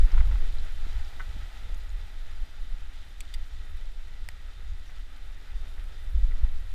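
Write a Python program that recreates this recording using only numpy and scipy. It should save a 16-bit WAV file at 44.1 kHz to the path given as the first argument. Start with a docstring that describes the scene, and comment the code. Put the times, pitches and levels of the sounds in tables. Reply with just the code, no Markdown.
"""A mountain bike rolls along a dirt path beside a stream, heard from a camera in a case on the rider.
From the start, turbulent wind rumbles on the microphone over drumming tyres, ringing rims and rushing water.
Hard eddies strike at once, as loose stones crunch and the bike clicks and knocks. A small rapid passes
just after 1 s; around 3 s the tread hums on hard ground, and sharp clicks follow. A far bird chirps
between 4.6 and 6 s, and near the end the wind rises into hard eddies again."""
import sys
import numpy as np
from scipy import signal
from scipy.fft import rfft, irfft, next_fast_len
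from scipy.io import wavfile
from scipy.ndimage import map_coordinates

SR = 44100
rng = np.random.default_rng(int(sys.argv[2]) if len(sys.argv) > 2 else 0)


def int16_out(signal):
    """Quantize to a 16-bit WAV file."""
    q = np.round(np.clip(np.atleast_2d(signal).T, -1, 1) * 32767)
    wavfile.write(sys.argv[1], SR, q.astype(np.int16))


N = 297234

# normal modes of the bike's frame: (frequency [Hz], relative level [dB])
FRAME_MODES = [(900, -2), (1130, -5.5), (1330, -0.5), (1500, 3), (1810, -8), (2030, -2), (2320, -6),
               (2900, -9)]


def amp(db):
    """Decibels to amplitude ratio."""
    return 10 ** (np.asarray(db) / 20)


def unit(x):
    """Normalisation to rms 1."""
    return x / np.sqrt(np.mean(x ** 2) + 1e-20)


def curves(rows):
    """Linear interpolation: one value per sample for each column after the time."""
    times, *columns = np.transpose(rows)
    return [np.interp(np.arange(N) / SR, times, column) for column in columns]


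def swells(rows):
    """Superposed Gaussian bells from rows of (time [s], half length [s], height)."""
    t = np.arange(N) / SR
    return sum(height * np.exp(-((t - s) / half) ** 2) for s, half, height in rows)


def wobble(rate):
    """Smooth random modulation: a spline through rate Gaussian values a second."""
    knots = rng.standard_normal(int(N * rate / SR) + 4)
    return map_coordinates(knots, [np.arange(N) * rate / SR])


def filtered(x, response):
    """Linear filtering: the spectrum of x times a frequency response."""
    size = next_fast_len(N + SR // 2)
    return irfft(rfft(x, size) * response(np.fft.rfftfreq(size, 1 / SR)), size)[:N]


def coloured(x, spectrum):
    """Spectral shaping by (frequency [Hz], relative level [dB]) points on a log axis, at rms 1."""
    f, db = np.transpose(spectrum)
    return unit(filtered(x, lambda hz: amp(np.interp(np.log(hz + 1), np.log(f + 1), db))))


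def turbulence(spectrum, even_s):
    """Random pressure fluctuation, its power evened out over spans longer than even_s."""
    noise = coloured(rng.standard_normal(N), spectrum)
    window = signal.windows.hann(max(int(even_s * SR), 8))
    power = signal.fftconvolve(np.abs(signal.hilbert(noise)) ** 2, window / window.sum(), 'same')
    return unit(noise / np.sqrt(np.abs(power) + 0.018))


def grainy(spectrum, rate, grain_db):
    """Shot noise: tiny impacts of uneven size, rate a second, within steady noise."""
    grains = (rng.random(N) < rate / SR) * rng.standard_normal(N)
    return coloured(rng.standard_normal(N) + amp(grain_db) * unit(grains), spectrum)


def pressure_pulses(rows, rebound=1.3):
    """Wavelets: soft pulses, each with a shallow opposite swing before and after."""
    t = np.arange(N) / SR
    out = np.zeros(N)
    for s, db, hz, direction in rows:
        spread = (np.pi * hz * (t - s)) ** 2
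        out += np.sign(direction) * amp(db) * (1 - rebound * spread) * np.exp(-spread)
    return out


def wind():
    """Turbulence: large eddies sway the pressure, small ones buffet, hard ones sweep both aside."""
    # airflow over the microphone: (time [s], level [dB])
    airflow = [(0, -14), (0.05, -15), (0.1, -35), (0.14, -16.5), (0.5, -22), (0.82, -26.5), (1.15, -33.5),
               (1.6, -36), (1.9, -33), (2.35, -30), (2.75, -31.5), (3.1, -40.5), (3.4, -34), (3.9, -35),
               (4.3, -36), (4.7, -35.5), (5.3, -34.5), (6.0, -35.5), (6.25, -24.5), (6.55, -22),
               (6.74, -38.5)]
    # short gusts: (time [s], half length [s], lift [dB])
    gusts = [(0.22, 0.056, -1), (0.29, 0.034, 14), (.64, 0.078, 3), (.79, 0.039, 0), (0.995, 0.028, 4),
             (1.36, 0.11, 5), (1.76, 0.09, 7), (1.92, 0.055, 2.5), (2.8, 0.049, -1), (2.6, .03, 4),
             (2.96, 0.047, 8.5), (3.2, .03, 5), (3.42, 0.039, 2), (3.54, .03, 0), (3.766, 0.045, 3),
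             (4.13, 0.038, 4), (4.24, 0.024, 9), (4.42, .04, 0), (4.72, 0.066, 7), (5.02, 0.061, 4),
             (5.24, 0.044, 6), (5.57, 0.03, 6), (5.78, 0.034, 9), (6.176, 0.036, 17), (6.447, 0.016, -6),
             (6.71, 0.021, 6.5)]
    # slack air between gusts: (time [s], half length [s], depth [dB])
    lulls = [(1.13, 0.016, 9), (1.55, 0.058, 1.5), (2.09, 0.025, 8.5), (2.53, 0.061, 6.5), (2.66, 0.021, 4),
             (3.09, 0.058, 4.5), (3.48, .015, 9), (3.67, .02, 4.5), (3.88, 0.046, -1.5), (4.54, 0.029, 9),
             (4.86, 0.037, 4), (5.12, 0.076, 5), (5.42, 0.076, 6.5), (5.93, 0.012, 5), (6.37, 0.054, 4.5),
             (6.64, 0.027, 0)]
    # hard eddies on the case: (time [s], peak [dB], pitch [Hz], direction [1 push, -1 suction])
    eddies = [(.039, -6, 31.7, 1), (0.145, -10, 25.6, 1), (0.177, -8.5, 28.2, -1), (0.207, -8.5, 40.4, 1),
              (.25, -14.5, 33, -1), (0.29, -11, 29.8, 1), (.316, -16, 38, -1), (0.348, -11.5, 37, 1),
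              (0.963, -17, 35.7, -1), (1.732, -20.5, 32.3, -1), (1.952, -20, 28, 1), (2.427, -20, 27, -1),
              (2.734, -21, 23.5, 1), (3.361, -23, 29.4, 1), (4.225, -24.5, 27, -1), (5.561, -21, 30.5, -1),
              (6.155, -14.5, 42.4, 1), (6.18, -16.5, 41.4, -1), (6.24, -9.5, 32.7, 1),
              (6.441, -10, 40.6, -1)]
    # spectra of large and small eddies: (frequency [Hz], relative level [dB])
    sway_spectrum = [(4, -8), (10, -0.5), (15, 0.5), (24, -6), (32, -11), (50, -61), (90, -93)]
    buffet_spectrum = [(15, -51), (28, 5.5), (45, -4.5), (60, -5), (75, -9), (88, -18.5), (110, -28),
                       (170, -66), (300, -84), (900, -115)]
    cruise_db, sweep_half_s, sweep_depth_db = -32, 0.019, 6
    gust_db = swells(gusts)
    flow_db = curves(airflow)[0] - cruise_db
    sway_db = -30.5 + flow_db + 0.14 * gust_db + 1.9 * wobble(6.1)
    sway = amp(sway_db) * turbulence(sway_spectrum, even_s=0.12)
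    buffet_db = -40 + 0.5 * flow_db + gust_db + 1.5 * wobble(21)
    buffet = amp(buffet_db) * turbulence(buffet_spectrum, even_s=0.16)
    swept_db = swells([(s, sweep_half_s, sweep_depth_db) for s, *_ in eddies])
    flutter_db = wobble(18)
    return (sway + buffet) * amp(flutter_db - swells(lulls) - swept_db) + pressure_pulses(eddies)


def tyres():
    """Rolling contact: random impacts drum, sizzle and crunch; periodic knob strikes hum; stones thud."""
    # drumming on dirt and sizzle of grit: (time [s], level before trim [dB])
    drum_levels = [(0, -56), (0.3, -55), (0.65, -57.5), (0.95, -60.5), (1.6, -61.5), (3.2, -64.5),
                   (4.4, -63.5), (5.45, -65), (5.65, -59.5), (6, -61.5), (6.4, -58), (6.74, -66)]
    grit_levels = [(0, -62.5), (0.5, -64), (1.3, -67), (2.6, -68.5), (5.45, -69), (5.65, -65.5),
                   (6.74, -66.5)]
    # stretches of loose and of hard ground: (time [s], half length [s], level [dB])
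    loose_ground = [(0.165, 0.069, -52.5), (0.328, 0.099, -56.5), (6.442, 0.17, -67)]
    hard_ground = [(2.956, 0.42, -70), (3.526, 0.15, -72.5), (5.216, 0.4, -70.5)]
    # bumps over stones: (time [s], peak [dB], pitch [Hz])
    bumps = [(.43, -40, 300), (0.867, -37.5, 248), (1.366, -37.5, 199)]
    # spectra of the contact noises: (frequency [Hz], relative level [dB])
    drum_spectrum = [(50, -13), (100, 9), (130, 8.5), (180, 3.5), (230, 0.5), (275, 0), (330, -2),
                     (400, -1), (500, -2.5), (650, -4.5), (1000, -11), (2500, -53), (8000, -68)]
    grit_spectrum = [(3000, -8), (6000, -5), (8000, 4), (9800, 6), (10800, 5), (12000, 2), (14500, 7),
                     (15400, -33)]
    crunch_spectrum = [(300, -15), (700, -4.5), (1000, -3), (1400, -8), (2000, -7.5), (3000, -14),
                       (5000, -24), (9000, -48)]
    drum_trim_db, grit_trim_db = 1, -6.5
    drum_db = curves(drum_levels)[0] + drum_trim_db + 1.03 * wobble(17)
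    drum = amp(drum_db) * grainy(drum_spectrum, rate=150, grain_db=-5.5)
    grit_db = curves(grit_levels)[0] + grit_trim_db + 1.3 * wobble(40)
    grit = amp(grit_db) * grainy(grit_spectrum, rate=220, grain_db=-4.5)
    knob_hz = 275 * (1 + 0.03 * wobble(5.6))
    contact = swells([(s, half, amp(db)) for s, half, db in hard_ground]) * amp(2.5 * wobble(20))
    # uneven ground blurs the knobs' note
    hum = contact * np.sin(2 * np.pi * np.cumsum(knob_hz) / SR + 0.69 * wobble(40))
    looseness = swells([(s, half, amp(db)) for s, half, db in loose_ground])
    crunch = looseness * grainy(crunch_spectrum, rate=240, grain_db=-4)
    thuds = pressure_pulses([(s, db, hz, 1) for s, db, hz in bumps])
    return drum + grit + hum + crunch + thuds


def resonance(f, centre_hz, width_hz):
    """Complex response of a damped oscillator, 1 at its centre frequency."""
    return 1j * f * width_hz / (centre_hz ** 2 - f ** 2 + 1j * f * width_hz)


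def rims():
    """Forced vibration: grit and tread keep the rims ringing, each resonance swelling independently."""
    # rim resonances: (frequency [Hz], width of each of two stages [Hz], mean level [dB])
    rim_modes = [(1967, 136, -73), (3620, 130, -74), (10830, 350, -91)]
    out = np.zeros(N)
    for hz, width, db in rim_modes:
        ring = unit(filtered(rng.standard_normal(N), lambda f: resonance(f, hz, width) ** 2))
        out += amp(db + 3 * wobble(10)) * ring
    return out


def stream():
    """Water over rocks gives broadband rush and spray; a rapid's gurgle obeys the inverse-distance law."""
    # the stream's strength before trims: (time [s], body level [dB], spray level [dB])
    water_levels = [(0, -51, -54.5), (0.35, -53.5, -54.5), (0.75, -53.5, -55.5), (0.97, -51.5, -53.5),
                    (1.12, -55.5, -55.5), (1.4, -53.5, -56.0), (2.1, -56.5, -58.5), (3.8, -58.5, -59),
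                    (5.1, -58, -60.5), (5.5, -56.5, -59.5), (6.74, -57, -59)]
    # spectra of the water: (frequency [Hz], relative level [dB])
    body_spectrum = [(250, -26), (550, -6.5), (720, -2.5), (860, 0), (980, -6.5), (1130, -5.5), (1280, 3),
                     (1950, 0.5), (2600, -2), (3400, -15.5), (6000, -32.5)]
    spray_spectrum = [(1500, -39), (2600, -2.5), (3200, 1.5), (3900, 2.5), (4400, -4.5), (5500, -7.5),
                      (7500, -10.5), (9000, -16.5), (12000, -25), (15400, -37)]
    gurgle_spectrum = [(450, -23), (650, -3), (740, -5), (810, 0), (880, -1.5), (980, -13.5), (1300, -26.5)]
    body_trim_db, spray_trim_db = -3, -3.5
    nearest_s, passing_s, nearest_db = 1.25, 0.43, -63.5
    body_db, spray_db = curves(water_levels)
    body_gain = amp(body_db + body_trim_db + 0.97 * wobble(21.995))
    body = body_gain * grainy(body_spectrum, rate=440, grain_db=-9.5)
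    spray_gain = amp(spray_db + spray_trim_db + 0.73 * wobble(21))
    spray = spray_gain * grainy(spray_spectrum, rate=250, grain_db=-8)
    distance = np.hypot(1, (np.arange(N) / SR - nearest_s) / passing_s)  # 1 at closest approach
    gurgle = amp(nearest_db) / distance * grainy(gurgle_spectrum, rate=140, grain_db=-11.5)
    return body + spray + gurgle


def clicks():
    """Hard impact: chain and grit on metal excite a broadband snap, a short ring and a frame knock."""
    # contacts: (time [s], peak [dB], ring [Hz], t60 [s], snap gain [dB], snap edge [Hz], knock gain [dB])
    contacts = [(.1185, -43.5, 5240, .008, -17, 6000, -30), (.585, -43.5, 4000, 0.021, -5, 3500, -30),
                (1.048, -48, 5400, .008, -15, 6000, -30), (1.746, -44, 6550, 0.013, 3, 9000, -30),
                (1.893, -47, 6900, .007, -5, 9000, -30), (3.2055, -32, 7970, 0.015, 1.5, 13000, -35),
                (3.2058, -41, 12700, .01, 0, 13000, -35), (3.2059, -36, 3130, .006, -4, 9000, -35),
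                (3.2069, -33, 2440, 0.007, -5, 7000, -35), (3.2112, -39, 4400, 0.016, 1, 9000, -35),
                (3.3397, -33, 3530, 0.02, -7, 13000, -35), (3.3402, -34.5, 7700, .006, 0, 13000, -35),
                (3.3416, -36.5, 4780, 0.015, -3, 13000, -30), (3.3455, -37, 2050, 0.024, 2, 9000, -24),
                (4.288, -30, 1960, 0.009, -7, 6000, -2.5), (4.2883, -30.5, 3100, 0.0068, 7, 12000, -18),
                (5.797, -45, 2460, .014, -8, 3000, -20), (6.32, -45, 1960, 0.017, -10, 2500, -25)]
    # (frequency [Hz], relative level [dB])
    crack_spectrum = [(300, -30), (800, -9), (2500, 11), (5000, -0.5), (6200, -3), (8300, 4),
                      (10000, -1), (13500, -9), (15000, 0)]
    out, t = np.zeros(N), np.arange(SR // 20) / SR
    crack = coloured(rng.standard_normal(N), crack_spectrum)
    knock = 0.5 * np.sin(2 * np.pi * FRAME_MODES[0][0] * t) * (1 - np.exp(-t / 0.00074))
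    attack = 1 - np.exp(-t / 0.000072)
    hardness = 0.5 + 0.5 * np.exp(-t / 0.0005)  # the snap is strongest in the first instant
    for k, (s, db, hz, t60, snap_db, edge_hz, knock_db) in enumerate(contacts):
        ring = 0.6 * np.sin(2 * np.pi * hz * t)
        lowpass = signal.butter(1, edge_hz, fs=SR)
        highpass = signal.butter(2, 0.63 * hz, 'high', fs=SR)
        burst = signal.lfilter(*lowpass, crack[k * len(t):][:len(t)])
        snap = signal.lfilter(*highpass, amp(snap_db) * burst * hardness)
        click = (ring + snap + amp(knock_db) * knock) * amp(-60 * t / t60) * attack
        add(out, s, amp(db) * click / np.abs(click).max())
    return out


def knocks():
    """Modal ringing: each jolt excites the frame's modes, most strongly near its own tone, over a thud."""
    # jolts over bumps: (time [s], peak [dB], t60 [s], tone [Hz])
    jolts = [(0.1415, -40, 0.034, 1600), (0.1793, -32, 0.012, 1200), (0.185, -41, .02, 2900),
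             (0.2056, -33, 0.02, 2400), (0.208, -40.5, .025, 750), (0.215, -40, .018, 1050),
             (0.312, -40.5, 0.04, 1500), (0.357, -40, 0.021, 1600), (1.1973, -35, 0.044, 1500),
             (1.2042, -30.5, 0.024, 1750), (1.2092, -38, 0.078, 1550), (4.896, -46, 0.03, 2000),
             (6.3108, -44.5, 0.017, 2400), (6.45, -47, 0.025, 600)]
    # modes of the frame's hollow body: (frequency [Hz], relative level [dB])
    body_modes = [(430, -18), (560, -16), (690, -16)]
    out, t = np.zeros(N), np.arange(SR // 10) / SR
    hz, mode_db = np.transpose(FRAME_MODES)[:, :, None]
    thud = sum(amp(db) * np.sin(2 * np.pi * body_hz * t) for body_hz, db in body_modes)
    attack = 1 - np.exp(-t / 0.0004)  # softened by the padded contact
    for s, db, t60, tone_hz in jolts:
        scatter_db, phase = rng.standard_normal((2, len(FRAME_MODES), 1))
        focus_db = -10 * np.log2(hz / tone_hz) ** 2
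        modes = amp(mode_db + focus_db + scatter_db) * np.sin(2 * np.pi * hz * t + 2 * phase)
        ring = (unit(modes.sum(axis=0)) + thud) * amp(-60 * t / t60) * attack
        add(out, s, amp(db) * ring / np.abs(ring).max())
    return out


def bird():
    """Scattering: trees blur the phase of a distant bird's thin, falling notes."""
    # notes: (time [s], length [s], start pitch [Hz], end pitch [Hz], peak [dB])
    notes = [(4.66, 0.088, 6650, 6550, -72), (4.845, 0.07, 6300, 5400, -66.5),
             (4.945, .04, 4650, 4350, -69), (5.915, .05, 5300, 4700, -67)]
    blur_rad = 0.78
    out = np.zeros(N)
    for s, length, start_hz, end_hz, db in notes:
        count = int(length * SR)
        hz = np.linspace(start_hz, end_hz, count) * (1 + 0.03 * wobble(610)[:count])
        phase = 2 * np.pi * np.cumsum(hz) / SR + blur_rad * wobble(880)[:count]
        envelope = np.sin(np.linspace(0, np.pi, count))
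        add(out, s, amp(db) * envelope * np.sin(phase))
    return out


def add(track, s, sound):
    """Superpose a sound on the track at time s."""
    part = track[max(round(s * SR), 0):][:len(sound)]
    part += sound[:len(part)]


def scene():
    """Superposition: the pressures of wind, bike, stream and bird sum in one channel."""
    return (wind() + tyres() + rims() + stream() + knocks() + clicks() + bird())[None]


def record(dry):
    """Resonance and band limiting: the case colours the sound and the camera cuts the highest treble."""
    # resonances of the case: (frequency [Hz], width [Hz], lift [dB])
    case_modes = [(842, 72, 0.5), (1080, 180, 1.5), (1240, 94, 1), (1913, 170, 3), (3076, 86, 4),
                  (3550, 77, 3.5), (4184, 65, 4.5), (4814, 100, 7), (5590, 97, 5), (6920, 91, 5),
                  (8100, 180, 2.5), (10800, 280, 2.5), (14250, 350, 0)]
    band_limit_hz = 15350

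    def response(f):
        lift = sum((amp(db) - 1) * resonance(f, hz, width) for hz, width, db in case_modes)
        return (1 + lift) * (f < band_limit_hz)

    return filtered(dry[0], response)[None]


dry = scene()
out = record(dry)
int16_out(out)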